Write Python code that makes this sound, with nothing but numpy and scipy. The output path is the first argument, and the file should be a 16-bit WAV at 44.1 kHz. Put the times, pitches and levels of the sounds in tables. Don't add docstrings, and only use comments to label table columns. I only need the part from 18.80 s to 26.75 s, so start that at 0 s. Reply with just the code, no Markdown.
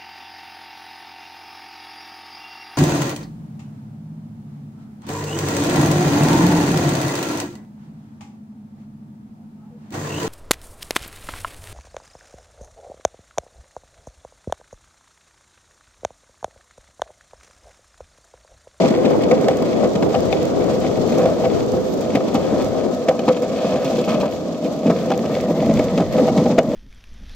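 import sys
import numpy as np
from scipy import signal
from scipy.fft import rfft, irfft
from scipy.io import wavfile
from scipy.ndimage import uniform_filter1d, map_coordinates

SR = 44100
rng = np.random.default_rng(int(sys.argv[2]) if len(sys.argv) > 2 else 0)


def dump(signal):
    limited = np.clip(np.atleast_2d(signal).T, -1, 1)
    pcm = np.round(limited * 32767).astype(np.int16)
    wavfile.write(sys.argv[1], SR, pcm)


N = 350595

# time in seconds, deck shake in dB,
# deck bending compared with the shake in dB, truck rattle in dB, wheel hiss in dB.
ROAD = [(0.0, -8.5, -1, -30, -31.5), (0.15, -22, -8, -40.5, -42.5), (0.45, -21, 1, -38.5, -40.5),
        (0.57, -19.5, 3, -42, -40), (0.75, -20, -1, -42.5, -41.5), (1.0, -18, 0, -39.5, -38.5),
        (1.45, -22.5, 0.5, -40, -38.5), (1.9, -20, -1.5, -41.5, -39), (2.2, -20.5, 4, -43, -37.5),
        (2.45, -16, -3, -39.5, -38.5), (2.8, -22, 0.5, -43, -38.5), (2.97, -25, 4.5, -48, -39),
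        (3.3, -21, 1.5, -41.5, -40), (3.8, -17.5, -4.5, -41, -39), (4.2, -20.5, 0, -49.5, -41),
        (4.6, -20, 2.5, -44, -42), (4.72, -19.5, -0.5, -40, -42), (4.93, -15, -6, -36, -38.5),
        (4.99, -20, -2, -41, -44), (5.1, -15.5, 0, -39, -35), (5.24, -20, 3.5, -38, -39.5),
        (5.31, -17, -4, -30, -39), (5.38, -15.5, 1, -40, -42), (5.44, -16.5, -3, -35.5, -42),
        (5.55, -22.5, 0.5, -48.5, -42.5), (5.95, -21, 2, -45.5, -41.5), (6.15, -19.5, 4.5, -44, -41.5),
        (6.55, -18.5, 1.5, -39, -40.5), (6.75, -16.5, 2.5, -45, -40), (6.95, -16.5, 5, -40.5, -39),
        (7.1, -16, 0.5, -42.5, -40.5), (7.2, -20.5, 9, -45, -40), (7.3, -21.5, 3.5, -45, -42),
        (7.42, -13, 3.5, -38.5, -35), (7.72, -18, 6, -50, -38.5), (7.82, -20, 1.5, -50, -46),
        (7.95, -19, 5, -43, -45)]


def undb(db):
    return 10 ** (np.asarray(db) / 20)


def unit(x):
    return x / np.sqrt(np.mean(x ** 2))


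def curves(table):
    times, *columns = np.transpose(table)
    return [np.interp(np.arange(N) / SR, times, column) for column in columns]


def response(points, share=1):
    hz, db = np.transpose(points)
    log_hz = np.log(np.maximum(np.arange(2049) * SR / 4096, 1))
    cepstrum = irfft(np.interp(log_hz, np.log(hz), share * db) * np.log(10) / 20)
    cepstrum[1:2048] *= 2
    cepstrum[2049:] = 0
    return irfft(np.exp(rfft(cepstrum)))


def colour(x, impulse):
    return signal.fftconvolve(x, impulse)[:N]


def ring(x, hz, width):
    return signal.lfilter(*signal.iirpeak(hz, hz / width, SR), x)


def modes(x, table):
    return sum((-1) ** k * undb(db) * ring(x, hz, width) for k, (hz, width, db) in enumerate(table))


def walk(rate):
    step = int(SR / rate)
    held = np.repeat(rng.standard_normal(N // step + 1), step)[:N]
    return unit(uniform_filter1d(uniform_filter1d(held, step), step))


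def grains(rate, scatter_db):
    when, size, sign = rng.random(N), rng.exponential(size=N), rng.standard_normal(N)
    return unit((when < rate / SR) * np.sign(sign) * undb(scatter_db * np.minimum(size, 5)))


def swell(t, length, rise):
    return (1 - np.exp(-t / rise)) ** 1.33 * np.exp(-(t / max(length, .002)) ** 2)


def burst(noise, envelope):
    return noise * envelope * np.sqrt(np.sum(envelope ** 2) / np.sum((noise * envelope) ** 2))


def wood(low, roar, middle, hollow, high):
    # pitch in Hz, width in Hz, level in dB.
    rings = [(131.6, 45, -9.5), (161, 35, -0.5), (237, 74.4, 0), (503.8, 24.5, 7), (560, 57, -1.5),
             (646.6, 64, -0.5), (783, 32, -11.5), (1000, 396, -22), (1316, 57, -21.5), (1190, 230, -30)]
    sound = (modes(low, rings[:3]) - modes(roar, rings[3:4]) + modes(middle, rings[4:6])
             + modes(hollow, rings[6:7]) - modes(high, rings[7:]))
    return signal.sosfilt(signal.butter(2, 110, "high", fs=SR, output="sos"), sound)


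def deck(grain, bumps, shake_db, bend_db, blows):
    # time in seconds, level in dB.
    roar_levels = [(0, -29), (.13, -20), (.45, -19), (.6, -13.5), (.8, -18.5), (1.08, -31), (1.35, -18.5),
                   (1.64, -22), (1.9, -16.5), (2.05, -19.5), (2.15, -25), (2.3, -19.5), (2.42, -16.5),
                   (2.52, -21), (2.7, -21), (2.82, -23), (2.98, -16), (3.1, -25), (3.25, -20), (3.45, -30),
                   (3.6, -21), (3.9, -23), (4.25, -21.5), (4.4, -23), (4.74, -19), (4.89, -27), (5.02, -18),
                   (5.3, -23.5), (5.5, -24.5), (5.91, -29), (6.15, -16), (6.3, -19.5), (6.42, -20),
                   (6.8, -22.5), (7.1, -20), (7.29, -24), (7.42, -16), (7.68, -22), (7.82, -24),
                   (7.95, -23)]
    middle, low, hollow, high = blows
    shake = grain * undb(shake_db + 0.6 * bumps)
    bending = shake * undb(bend_db + 1.12 * walk(16))
    roar = grain * undb(curves(roar_levels)[0] + 0.5 * bumps)
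    sound = wood(bending + low, roar + middle, shake + middle, undb(1.5) * shake + hollow, shake + high)
    return sound / np.std(wood(grain, grain, grain, grain, grain))


def trucks(level_db, blows):
    # pitch in Hz, width in Hz, level in dB.
    rings = [(1700, 240, -8.5), (1960, 290, 5.5), (2187, 41, 8.5), (2562, 56, 3), (2928, 42, 7.5),
             (3030, 1360, 3), (3480, 110, 9.5), (4170, 190, -4.5), (4570, 350, 4), (4810, 350, 0),
             (5660, 110, -8.5), (6100, 1500, -30)]
    # time in seconds, upper ring minus lower ring in dB.
    lean = [(0, -7.5), (1.5, -4.5), (2.9, -3), (4.2, 0), (4.8, 8), (5.5, 7), (6.2, 0.5), (6.8, -8),
            (7.95, -7)]
    lean_db, = curves(lean)
    shared, looseness_db = grains(250, scatter_db=4.5), 2 * walk(25)
    sides = []
    for side_blows in blows:
        ticks = unit(0.92 * shared + grains(700, scatter_db=4) + 0.51 * rng.standard_normal(N))
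        push = ticks * undb(level_db + looseness_db) + side_blows
        lower = modes(push * undb(-lean_db / 2), rings[1:2])
        upper = modes(push * undb(lean_db / 2), rings[3:4])
        others = modes(push, [rings[0], rings[2]]) - modes(push, rings[4:])
        sides.append((others - lower + upper) / np.std(modes(ticks, rings)))
    return np.array(sides)


def wheels(level_db, grit):
    # frequency in Hz, level in dB.
    tone = [(700, -6.5), (1300, 1), (2300, -5.5), (3600, 0), (5200, -1.5), (6800, -4.5), (8200, -11),
            (12200, -17), (15500, -25)]
    impulse = response(tone)
    impulse /= np.linalg.norm(impulse)
    hiss = rng.standard_normal((2, N)) * undb(level_db)
    return np.array([colour(side, impulse) for side in hiss + grit])


def bearings(jolts):
    # time in seconds, narrow band in dB, broad band in dB.
    sizzle = [(0.0, -69, -66), (1.1, -66, -68), (1.25, -56, -68), (1.8, -69, -66), (2.3, -61, -66),
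              (2.8, -56, -63.5), (3.15, -55, -65), (3.3, -67, -64), (3.7, -80, -60), (3.83, -57, -64.5),
              (3.95, -71, -65), (4.8, -68, -72), (5.1, -66, -57), (5.45, -68, -53), (5.6, -70, -66),
              (6.1, -70, -57), (6.8, -54, -64), (7.25, -68, -58), (7.4, -64, -54), (7.7, -65, -57),
              (7.95, -70, -62)]

    def band(hz, width):
        sides = [grains(2500, scatter_db=6) for _ in range(2)]
        return np.array([unit(ring(ring(ticks, hz, width), hz, width)) for ticks in sides])
    narrow_db, broad_db = curves(sizzle)
    bursts_db = 2.5 * walk(14)
    narrow = band(hz=13700, width=1000) * undb(narrow_db)
    broad = band(hz=12900, width=2000) * undb(broad_db + bursts_db)
    return (narrow + broad) * undb(1.2 * jolts)


def wind():
    # time in seconds, gusts in dB, buffeting in dB, left minus right in dB.
    headwind = [(0.0, -13, -34.5, 3), (0.5, -17, -32.5, 4), (1.0, -17.5, -34, 3), (1.5, -17, -32, 4),
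                (2.2, -17.5, -29.5, 6), (3.0, -19, -33.5, 2), (3.3, -22, -35.5, -1), (3.8, -19.5, -33, 4.5),
                (4.3, -28.5, -40, 2), (5.2, -28.5, -38.5, 5), (5.8, -32.5, -41, 2), (6.5, -30, -38, -4),
                (7.0, -58, -29, 3), (7.4, -23.5, -34.5, -3), (7.95, -74, -33.5, 2)]
    # frequency in Hz, level in dB.
    gust_tone = [(60, -54), (130, -6), (220, -1), (380, 2), (560, -2.5), (900, -15.5), (1400, -25.5),
                 (2500, -59.5)]
    buffet_tone = [(20, -34), (35, -13.5), (60, -4.5), (100, 4), (150, 0), (300, -56)]

    def swirl(tone):
        noise = unit(colour(rng.standard_normal(N), response(tone)))
        return noise * undb(1.9 * walk(12) + 1.52 * walk(30))
    gust_db, deep_db, pan_db = curves(headwind)
    deep = np.array([swirl(buffet_tone), swirl(buffet_tone)])
    deep += 0.38 * swirl(buffet_tone)
    gusts = np.array([swirl(gust_tone), swirl(gust_tone)])
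    return (gusts * undb(gust_db) + deep * undb(deep_db)) * undb([pan_db / 2, -pan_db / 2])


def road_hits():
    # start in seconds, knock in dB, clatter in dB,
    # length in seconds, low rings compared with the knock in dB, sharpness from 0 (blunt) to
    # 1 (ringing), left minus right in dB, hollow ring compared with the knock in dB.
    cracks = [(.012, -27, -22, 0.02, 0, .6, 2, -3), (.038, -8.5, -34, 0.0028, -7, 0.33, 0, 5.5),
              (.05, -17, -19, 0.022, 8, .9, -2, -10), (.078, -32, -18, 0.022, 0, 1, -4, 0),
              (.104, -24.5, -19, 0.011, 14.5, 0.6, -7, 4), (.246, -17.5, -23, 0.032, 7.5, 0.28, 0, 7),
              (.307, -12.5, -36, 0.011, -8, .3, -12, -2), (.4339, -22, -15.5, 0.01, 9, 0.61, -6, 0),
              (.51, -6.5, -17, 0.016, -8, 0.27, -2, -5), (.524, -6.5, -37, 0.011, -8, .1, 0, -1),
              (.6825, -4.5, -6, 0.0066, -12, 0.38, -7, 6), (.697, -24, -36, 0.0096, -8, .3, 0, 9),
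              (.821, -20, -25, 0.014, 7, 0.84, -2, 1), (.863, -19.5, -36, 0.022, -4, 0.28, 4, -1),
              (1.03, -13, -35, 0.049, -5, 0.33, -7, 6.5), (1.152, -15.5, -19, 0.013, 7, 0.45, -5, -8),
              (1.224, -14, -12, 0.011, 6, 0.9, 5, 6), (1.342, -10, -20.5, 0.018, -9, 0.56, 9.5, 9),
              (1.525, -11.5, -14, 0.0085, -7, 0.34, 19, 7.5), (1.632, -13, -34, 0.0036, -6, 0.25, -1, -4),
              (1.663, -19, -34, 0.0069, -9, .3, 0, -3), (1.895, -17, -44, .011, 2, .18, 0, -1),
              (2.04, -17, -35, 0.038, -15, .2, 0, 5), (2.17, -19, -38, .016, -7, .26, 0, 3),
              (2.32, -21, -23, 0.012, -10, .3, 0, 3), (2.376, -13.5, -41, 0.2, -1.5, 0.36, -2, 7),
              (2.455, -8.5, -16, 0.0077, -8, .1, -7, 1), (2.638, -12, -28.5, 0.032, -2, 0.4, 7, 9.5),
              (2.934, -15.5, -41, 0.013, 0, 0.4, 0, 6), (3.342, -22, -28, 0.0092, -4, 0.67, 0, 3),
              (3.349, -11, -18.5, 0.022, 4, 0.36, 1, 6), (3.37, -13, -29, 0.009, -15, 0.33, 0, 0),
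              (3.405, -15.5, -27, 0.0087, -15, .28, -2, -8), (3.477, -21.5, -27, 0.022, 10, 0.58, 3, -5),
              (3.545, -16.5, -17, .026, 6.5, 0.99, -2, 12.5), (3.725, -18, -46, 0.032, 10.5, .21, 5, 2),
              (3.8, -23, -30.5, 0.054, 5, 0.76, -1, 8), (4.274, -24, -27, .01, -2, .3, 0, 2),
              (4.283, -5.5, -18, 0.018, -5, 0.13, -7, -0.5), (4.31, -13, -34, 0.0091, -12, .3, 0, 6),
              (4.39, -15, -17.5, .011, -2, 0.43, 0, 0), (4.465, -20, -37, 0.023, 4, .2, 0, 0),
              (4.479, -8.5, -15, 0.021, 2, 0.91, 3, 7), (4.506, -14, -36, 0.011, -10, .3, 0, -4),
              (4.565, -15, -22, 0.012, -14, .34, 0, -5), (4.62, -17, -37, 0.043, -13, .23, -7, 2),
              (4.686, -31, -28, 0.025, 2, 0.83, -7, 4), (4.817, -34, -32, .012, 0, .7, 0, 4),
              (4.844, -14, -28, 0.017, 1, 0.56, 0, 2), (4.917, -18.5, -25, .012, -3, 0.72, -2, -4),
              (4.933, -18, -24, 0.02, 3, 0.72, -3, 2), (4.957, -20, -22, 0.011, 9, 0.4, 2, 5),
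              (5.043, -24, -23, 0.035, 10, 0.9, -1, 6), (5.111, -33, -32, .015, -5, 1, -4, 10),
              (5.155, -44, -33, .015, 0, .97, 0, 7), (5.181, -15.5, -26, 0.032, 2, 0.43, -2, 3),
              (5.216, -23, -31, .012, 0, .8, 0, 6), (5.25, -27, -30, 0.01, -4, .8, 0, 14),
              (5.275, -18, -25.5, 0.067, 4, 0.97, 0, 10), (5.322, -25, -30, 0.03, -7, 1, -2, 9),
              (5.341, -22, -20, 0.015, 9.5, 0.47, 1, 2), (5.402, -20.5, -23, 0.033, 4, 0.76, 0, 9),
              (5.428, -16, -29, 0.021, 1, 0.89, -1, 7), (5.456, -19, -21, 0.013, 1, 0.95, -5, 2),
              (5.838, -23, -35, 0.047, 6.5, 0.33, -4, -9), (6.058, -13.5, -32.5, 0.042, 8.5, 0.12, -3, 1),
              (6.098, -8.5, -24, 0.02, 0, 0.42, -5, -2), (6.302, -17, -16, 0.0077, 8.5, 0.49, 3, 9),
              (6.314, -17, -18, 0.015, -14, 0.8, 0, 18), (6.451, -22, -24, 0.018, 7, 0.64, -1, 3),
              (6.496, -25, -45, 0.018, 11, .2, 0, 0), (6.564, -18.5, -34, 0.0072, -10, .69, 0, 8),
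              (6.68, -18, -36, 0.016, 6.5, .22, 1, -1), (6.7035, -17.5, -23, 0.01, 7, 0.44, 3, -6),
              (6.822, -20, -37, 0.0042, -9, .5, 1, 13.5), (6.832, -32, -42, 0.01, 10, .2, 0, -9),
              (6.865, -20, -42, 0.0091, 8, .2, 0, -2), (6.89, -13.5, -32, 0.024, 6.5, 0.32, -2, -6),
              (6.945, -25, -36, 0.025, 16, 0.36, 0, -5), (6.993, -9.5, -16, 0.0084, 4, 0.4, 0, 1),
              (7.068, -22, -42, 0.011, 11, .2, 0, -2), (7.135, -19.5, -48, 0.029, 9, 0.23, 0, -2),
              (7.164, -22, -45, 0.015, 7, .2, 2, -4), (7.176, -13, -18.5, 0.017, 5.5, 0.58, 1, 0),
              (7.197, -10, -30, 0.033, 0.5, 0.42, 0, 6.5), (7.352, -22.5, -50, 0.036, 13.5, .2, 0, 0),
              (7.38, -11.5, -29, 0.021, -1, .3, 0, 3), (7.421, -21, -47, 0.022, 9, .2, 3, -2),
              (7.477, -11.5, -26, 0.02, -10, 0.3, 4, 7), (7.5, -23, -47, 0.021, 8, .2, 0, -5),
              (7.569, -15.5, -22.5, 0.035, 9.5, 0.8, 0, 9), (7.616, -20.5, -49, 0.046, 10.5, .2, 0, -6),
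              (7.656, -14, -27, 0.017, 5, 0.51, 4, 9), (7.7, -22.5, -32.5, 0.048, 14.5, 0.53, 7, 13),
              (7.7765, -34, -20, .008, -7, .9, 0, 3), (7.7805, -3.5, -12, 0.017, -0.5, 0.48, 5, -2)]
    times, shake_db, _, rattle_db, _ = np.transpose(ROAD)
    pebbles, pebbles_per_s = [], 3
    for when, knock, rattle, size, sharp, side in rng.random((int(pebbles_per_s * N / SR), 6)):
        start = when * N / SR
        knock_db = np.interp(start, times, shake_db) - 10 + 4 * knock
        clatter_db = np.interp(start, times, rattle_db) - 9 + 4 * rattle
        length, pan_db = 0.024 * (.5 + size), 6 * (side - .5)
        pebbles.append((start, knock_db, clatter_db, length, 0, sharp, pan_db, 8 * sharp))
    return np.vstack([cracks, pebbles])


def knocks(hits):
    out, t = np.zeros((4, N)), np.arange(4096) / SR
    near_edge = np.exp(-((t - .0008) / .00024) ** 2)
    far_edge = undb(-9) * np.exp(-((t - .0128) / .00015) ** 2)
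    edges = near_edge - far_edge
    for start, db, _, length, low_db, sharp, _, hollow_db in hits:
        i, high_db = int(start * SR), -4.5 + 16.2 * sharp
        ragged = uniform_filter1d(rng.standard_normal(len(t)), size=12)
        blow = 1.17 * edges + 0.28 * burst(ragged, swell(t, length, rise=0.0012))
        rebound = 0.34 * burst(ragged, swell(t, length=0.03, rise=0.026))
        middle = blow + undb(-7.5) * rebound
        hollow = undb(-11) * blow + rebound + 2.3 * edges
        pushes = np.array([middle, undb(low_db) * blow, undb(hollow_db) * hollow, undb(high_db) * blow])
        out[:, i:i + len(t)] += undb(db) * pushes[:, :N - i]
    return out


def clatter(hits):
    out, t = np.zeros((2, 2, N)), np.arange(2048) / SR
    beat = 0.7 + np.cos(np.pi * (t - .0015) / .007) ** 4
    for start, _, db, length, _, sharp, pan_db, _ in hits:
        i, dullness, grit_db = int(start * SR), 0.68 - 0.46 * sharp, -1.5 - 6.5 * sharp
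        noise = .25 * rng.standard_normal(len(t)) ** 3 + .5 * rng.standard_normal((2, len(t)))
        ticks = burst(noise, swell(t, 0.56 * length, rise=0.0044) * beat)
        ticks *= undb([[db + pan_db / 2], [db - pan_db / 2]])
        rubber = [1, -dullness]
        blows = undb(-8) * signal.lfilter([1], rubber, signal.lfilter([1], rubber, ticks))
        out[..., i:i + len(t)] += np.array([blows, undb(grit_db) * ticks])[..., :N - i]
    return out


def stones(hiss_db):
    # start in seconds, level in dB before a shared boost.
    clear_stones = [(0.3072, -39), (0.4214, -38), (0.5137, -40), (0.5147, -45), (0.612, -37), (0.6833, -36),
                    (0.7713, -37), (0.8233, -36), (1.4055, -35), (1.4551, -38), (1.5254, -43),
                    (1.5449, -47), (1.629, -34), (1.6536, -36), (1.9415, -42), (2.0009, -40), (2.1146, -43),
                    (2.1745, -41), (2.2762, -39), (2.3216, -42), (2.3506, -40), (2.3825, -32),
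                    (2.8619, -39), (2.9188, -37), (3.0046, -50), (3.0659, -46), (3.0784, -42.5),
                    (3.1383, -38), (3.2086, -37), (3.3518, -41), (3.4825, -38), (3.5438, -33),
                    (3.8227, -37), (3.8456, -35), (4.293, -41), (4.4872, -40), (4.6219, -39), (4.817, -53),
                    (5.0459, -35), (5.2155, -39), (5.248, -42), (5.4011, -37), (5.5358, -42), (5.7698, -56),
                    (5.8406, -44), (6.2607, -41), (6.3026, -42), (6.3764, -35.5), (6.6089, -40),
                    (6.8588, -39), (6.9396, -35), (6.992, -37), (7.042, -37), (7.3257, -37), (7.3791, -36),
                    (7.4001, -36), (7.4699, -38), (7.579, -37), (7.785, -31), (7.8341, -50)]
    times, db = np.transpose(clear_stones)
    boost_db, fade_s = 13.5, 0.0026
    starts = np.zeros(N)
    starts[(times * SR).astype(int)] = undb(db + boost_db)
    clear = signal.lfilter([1], [1, -np.exp(-1 / (fade_s * SR))], starts)
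    faint = unit(uniform_filter1d(np.abs(grains(16, scatter_db=-3)), int(0.0054 * SR)))
    bright_noise = signal.lfilter([1, -1.3, .45], [1], rng.standard_normal((2, N)))
    return bright_noise * (faint * undb(hiss_db - 8) + clear)


def clacks():
    # start in seconds, relative level in dB, pitch in Hz.
    strikes = [(0.5117, -13, 2290), (0.6833, -19, 1500), (1.1543, -21, 1450), (1.2283, -16, 1250),
               (1.342, -20, 1170), (1.524, -19, 2560), (2.4564, -28, 2410), (3.3518, -13, 2110),
               (3.3584, -20, 2230), (3.5487, -20, 1310), (4.2842, -14.5, 2280), (4.3904, -23, 1320),
               (4.4843, -18, 1230), (6.097, -21, 2190), (6.11, -22, 1590), (6.3046, -19, 1340),
               (6.315, -13.5, 1370), (6.9922, -14, 2200), (7.1778, -24, 1230), (7.784, -5.5, 1200)]
    out, t = np.zeros(N), np.arange(2048) / SR
    shape = 2 * undb(-2.5) * swell(t, length=0.0053, rise=0.0034)
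    for start, db, hz in strikes:
        i = int(start * SR)
        roughness = 1.1 * unit(uniform_filter1d(rng.standard_normal(len(t)), size=50))
        tone = np.sin(2 * np.pi * hz * t + roughness)
        out[i:i + len(t)] += (undb(db) * shape * tone)[:N - i]
    return out


def hum(grain, bumps, hz=1900, width=160):
    # time in seconds, level in dB.
    levels = [(0, -66), (5.9, -64), (6.4, -51), (6.7, -47), (7.1, -50), (7.4, -47), (7.7, -50), (7.95, -60)]
    return unit(ring(ring(grain, hz, width), hz, 2 * width)) * undb(curves(levels)[0] + bumps)


def scene():
    shake_db, bend_db, rattle_db, hiss_db = curves(ROAD)
    hits = road_hits()
    bumps = 0.3 * walk(6) + 0.3 * walk(18) + 1.24 * walk(50)
    grain = unit(rng.standard_normal(N) + 0.37 * grains(600, scatter_db=4))
    flutter = walk(110)
    truck_blows, grit = clatter(hits)
    board = (deck(grain, bumps, shake_db, bend_db, knocks(hits))
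             + trucks(rattle_db + bumps, truck_blows)
             + wheels(hiss_db + 0.72 * bumps + 1.5 * flutter, grit + stones(hiss_db))
             + clacks() + hum(grain, bumps))
    right_lag_s = np.linspace(1.4e-4, 5e-5, N)
    board[1] = map_coordinates(board[1], [np.arange(N) - right_lag_s * SR], mode="mirror")
    return board + bearings(0.65 * bumps + flutter) + wind()


def record(dry):
    # frequency in Hz, left minus right in dB.
    facing = [(30, 1), (70, 0), (700, 0.3), (2400, 2), (5000, 0.5), (7000, -11), (10000, -15.5),
              (12000, -8), (13700, -13.5), (15500, -25)]
    # frequency in Hz, gain in dB.
    holes = [(6500, -2), (8200, -6.5), (10200, -18), (12000, -8), (13300, -5.5), (15500, -11)]
    sides = colour(dry[0], response(facing, 1 / 2)), colour(dry[1], response(facing, -1 / 2))
    muffled = np.array([colour(side, response(holes)) for side in sides])
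    treble_cut = signal.ellip(16, .3, 80, 15780, fs=SR, output="sos")
    return signal.sosfilt(treble_cut, np.tanh(.9 * muffled) / .9)


dry = scene()
out = record(dry)
dump(out)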